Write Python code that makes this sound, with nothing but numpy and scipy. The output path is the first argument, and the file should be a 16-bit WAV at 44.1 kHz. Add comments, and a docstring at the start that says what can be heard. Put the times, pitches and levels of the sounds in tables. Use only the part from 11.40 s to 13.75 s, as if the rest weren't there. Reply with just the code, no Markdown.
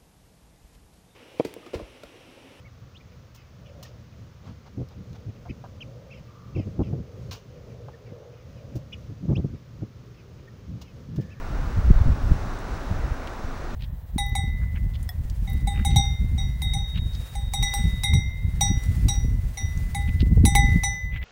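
"""A low, gusty rumble with hard thumps sounds over a steady rush of wind in the pines.
The rumble is air swirling at the microphone, and each thump is one strong swirl hitting it.
The rush is air passing through countless needles. Nearer leaves flutter against each other,
and later a few twigs tick. A faint, very high electrical whine runs underneath."""
import sys
import numpy as np
from scipy import signal
from scipy.fft import rfft, irfft, next_fast_len
from scipy.io import wavfile
from scipy.ndimage import uniform_filter1d

SR = 44100
rng = np.random.default_rng(int(sys.argv[2]) if len(sys.argv) > 2 else 0)


def master(y):
    """Save y as 16-bit WAV."""
    cut = np.clip(np.atleast_2d(y).T, -1, 1)
    pcm = np.round(cut * 32767)  # scale
    wavfile.write(sys.argv[1], SR, pcm.astype(np.int16))


N = 103635


def undb(db):
    """Turn decibels into a volume factor."""
    return 10 ** (np.asarray(db) / 20)


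def unit(x):
    """Scale to an average power of 1."""
    return x / np.sqrt(np.mean(x ** 2))


def curve(rows):
    """Join (time [s], value) rows by straight lines."""
    return np.interp(np.arange(N) / SR, *np.array(rows).T)


def colour(x, points):
    """Shape the tone by (frequency [Hz], level [dB]) points."""
    size = next_fast_len(N)
    hz, db = np.array(points).T
    f = np.maximum(np.arange(size // 2 + 1) * SR / size, 1)
    gain = undb(np.interp(np.log(f), np.log(hz), db))
    return irfft(rfft(x, size) * gain, size)[:N]


def noise(points):
    """Noise of power 1 with the given tone."""
    return unit(colour(rng.standard_normal(N), points))


def walk(rate):
    """A smooth random drift that changes about rate times a second."""
    held = rng.standard_normal(512)[(np.arange(N) * rate / SR).astype(int) % 512]
    k = int(SR / rate)
    return unit(uniform_filter1d(uniform_filter1d(held, k), k))


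def pines(level_db=-37.5, swell=0.34, flicker_db=0.65, hiss_growth=0.16):
    """Air rushes through the needles: more wind makes it louder and a little brighter."""
    # tone of the treetops: (frequency [Hz], relative level [dB])
    spectrum = [(30, -20), (120, 1), (190, 1), (270, 5.5), (400, 0), (520, 0.5), (750, -0.5), (1000, -2.5),
                (1400, -2.5), (2000, -11), (2800, -17.5), (3150, -22.5), (3600, -21), (4800, -23.5),
                (5800, -23), (8000, -31), (11500, -38.5), (15500, -37.5)]
    # wind in the treetops, 0 is normal: (time [s], strength [no unit])
    breeze = [(0, -1.5), (.4, -0.5), (.8, -0.5), (1.2, 0.48), (1.55, 0.56), (2.0, 0), (2.35, 0)]
    rush = rfft(noise(spectrum))
    wind = curve(breeze) + swell * walk(1.6)
    hz = np.maximum(np.arange(len(rush)) * SR / N, 1)
    octave = np.clip(np.log2(hz / 125), 0, 7)
    out = 0
    for k in range(8):  # octave bands swell together but flicker alone
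        band = irfft(rush * np.maximum(1 - abs(octave - k), 0), N)
        swell_db = wind * (1.5 + hiss_growth * (k > 3))
        out = out + band * undb(swell_db + flicker_db * walk(15.9))
    return out * undb(level_db)


def leaves(level_db=-57, touches_per_s=3500, decay_s=0.0027):
    """Nearby leaves brush each other, and each touch is a tiny burst of noise."""
    # tone of the leaves: (frequency [Hz], relative level [dB])
    spectrum = [(1500, -11), (3100, 1.5), (3800, 5), (4800, 0), (5900, 2), (8000, -11.5), (10000, -16),
                (15000, -24)]
    # the gust reaching the leaves: (time [s], relative level [dB])
    rustle = [(0, -6), (.45, -1.5), (.85, 0.3), (1.4, 0.2), (1.8, -1.8), (2.35, 0)]
    touches = rng.random(N) < touches_per_s / SR
    strength = undb(1.7 * np.minimum(rng.exponential(size=N), 5))
    flutter = signal.lfilter([1], [1, -np.exp(-1 / (decay_s * SR))], touches * strength)
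    bursts = flutter * rng.standard_normal(N)
    return unit(colour(bursts, spectrum)) * undb(level_db + curve(rustle))


def rumble(large_db=1.5, small_db=-13.5, steady_s=0.056):
    """Large and small swirls of air rumble at the microphone, following the gusts."""
    # gusts: (time [s], relative level [dB])
    gusts = [(0, -32.5), (.08, -32), (.14, -26), (.25, -26), (.33, -30.5), (.39, -23), (.49, -26),
             (.58, -25.5), (.64, -26.5), (.68, -22.5), (.73, -22.5), (.79, -34), (.85, -23), (.92, -22.5),
             (.99, -32), (1.08, -28), (1.22, -36), (1.32, -30.5), (1.43, -35.5), (1.52, -27.5), (1.68, -30),
             (1.77, -34), (1.9, -37), (2.0, -37.5), (2.08, -29), (2.15, -35), (2.35, -31)]
    # tone of the large swirls: (frequency [Hz], relative level [dB])
    large_spectrum = [(8, -52), (18, 6), (65, -4), (100, -8), (150, -15.5), (220, -31), (400, -50),
                      (900, -71)]
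    # tone of the small swirls: (frequency [Hz], relative level [dB])
    small_spectrum = [(50, -10.5), (110, -2), (165, -6.5), (260, -8), (380, -43), (800, -58)]
    large, small = noise(large_spectrum), noise(small_spectrum)
    span = int(steady_s * SR)
    power = uniform_filter1d(uniform_filter1d(large ** 2, span), span)
    large = large / np.sqrt(power)  # even out chance swells
    return (large * undb(large_db) + small * undb(small_db)) * undb(curve(gusts))


def whine(level_db=-68, pitch_hz=15734, pulse_hz=13.4, pulse_depth=0.28):
    """A thin electrical tone pulses quickly."""
    t = np.arange(N) / SR
    pulse = 1 + pulse_depth * np.sin(2 * np.pi * pulse_hz * t)
    return undb(level_db) * pulse * np.sqrt(2) * np.sin(2 * np.pi * pitch_hz * t)


def thumps(wobble_radians=0.29, flap_ratio=1.96):
    """A strong swirl's low-pressure core sucks at the microphone between two shoves."""
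    # swirls: (time [s], peak level [dB], half-length [s], pitch [Hz], relative flapping level [dB])
    swirls = [(.381, -14, 0.014, 90.5, -18), (0.459, -9, 0.011, 52, -23), (0.492, -4.5, 0.0096, 50, -15),
              (0.506, -10.5, 0.0049, 173, -12.5), (0.513, -3.5, 0.00584, 52, -11),
              (0.52, -13.5, 0.067, 22, -32), (0.568, -8, .015, 41, -34), (0.615, -7, 0.0071, 78, -21),
              (.664, -10, 0.0047, 110, -17.5), (0.68, -10, 0.011, 17, -23), (.688, -18, 0.012, 127, -6.5),
              (0.712, -11.5, 0.014, 62, -6), (0.834, -18.5, 0.015, 33, -15),
              (0.918, -4, 0.0076, 52.6, -12.5), (0.913, -14.5, 0.0086, 150.6, -12.5),
              (1.321, -21, .02, 38, -30), (1.516, -15, .011, 86.5, -10.5), (1.646, -22, 0.017, 56, -17),
              (1.717, -20.5, 0.013, 44, -6), (2.049, -24, 0.01, 67, -32)]
    t, out = np.arange(N) / SR, 0
    wobble = wobble_radians * walk(140)
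    for (at, db, half_length, hz, flap_db), turn in zip(swirls, rng.random(len(swirls))):
        angle = 2 * np.pi * hz * (t - at) + wobble
        flap = undb(flap_db) * np.cos(flap_ratio * angle + 2 * np.pi * turn)  # faster shake inside
        envelope = undb(db) * np.exp(-((t - at) / half_length) ** 2)
        out = out + envelope * (flap - np.cos(angle))
    return out


def twigs():
    """Each twig gives a dry tick that rings around its own pitch and dies at once."""
    # ticks: (time [s], level [dB], fade time [s], pitch [Hz])
    ticks = [(1.189, -48, 0.0027, 8500), (1.873, -36.5, 0.0051, 3430), (1.879, -42, 0.0053, 2740),
             (1.934, -48, 0.0073, 5870)]
    # tone of a twig: (frequency [multiple of its pitch], relative level [dB])
    spectrum = [(.25, -9), (.7, -3), (1, -4), (1.3, -15), (2, -22), (4, -40)]
    t, out = np.arange(N) / SR, 0
    for at, db, decay, hz in ticks:
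        ring = noise([(hz * multiple, gain_db) for multiple, gain_db in spectrum])
        out = out + ring * undb(db) * (t >= at) * np.exp(-abs(t - at) / decay)
    return out


def scene():
    """Add all the sounds into one channel."""
    return (pines() + leaves() + rumble() + whine() + thumps() + twigs())[None]


def record(dry, top_hz=16000):
    """A steep filter cuts off the highest treble."""
    return signal.sosfilt(signal.ellip(10, .1, 80, top_hz, fs=SR, output="sos"), dry)


dry = scene()
out = record(dry)
master(out)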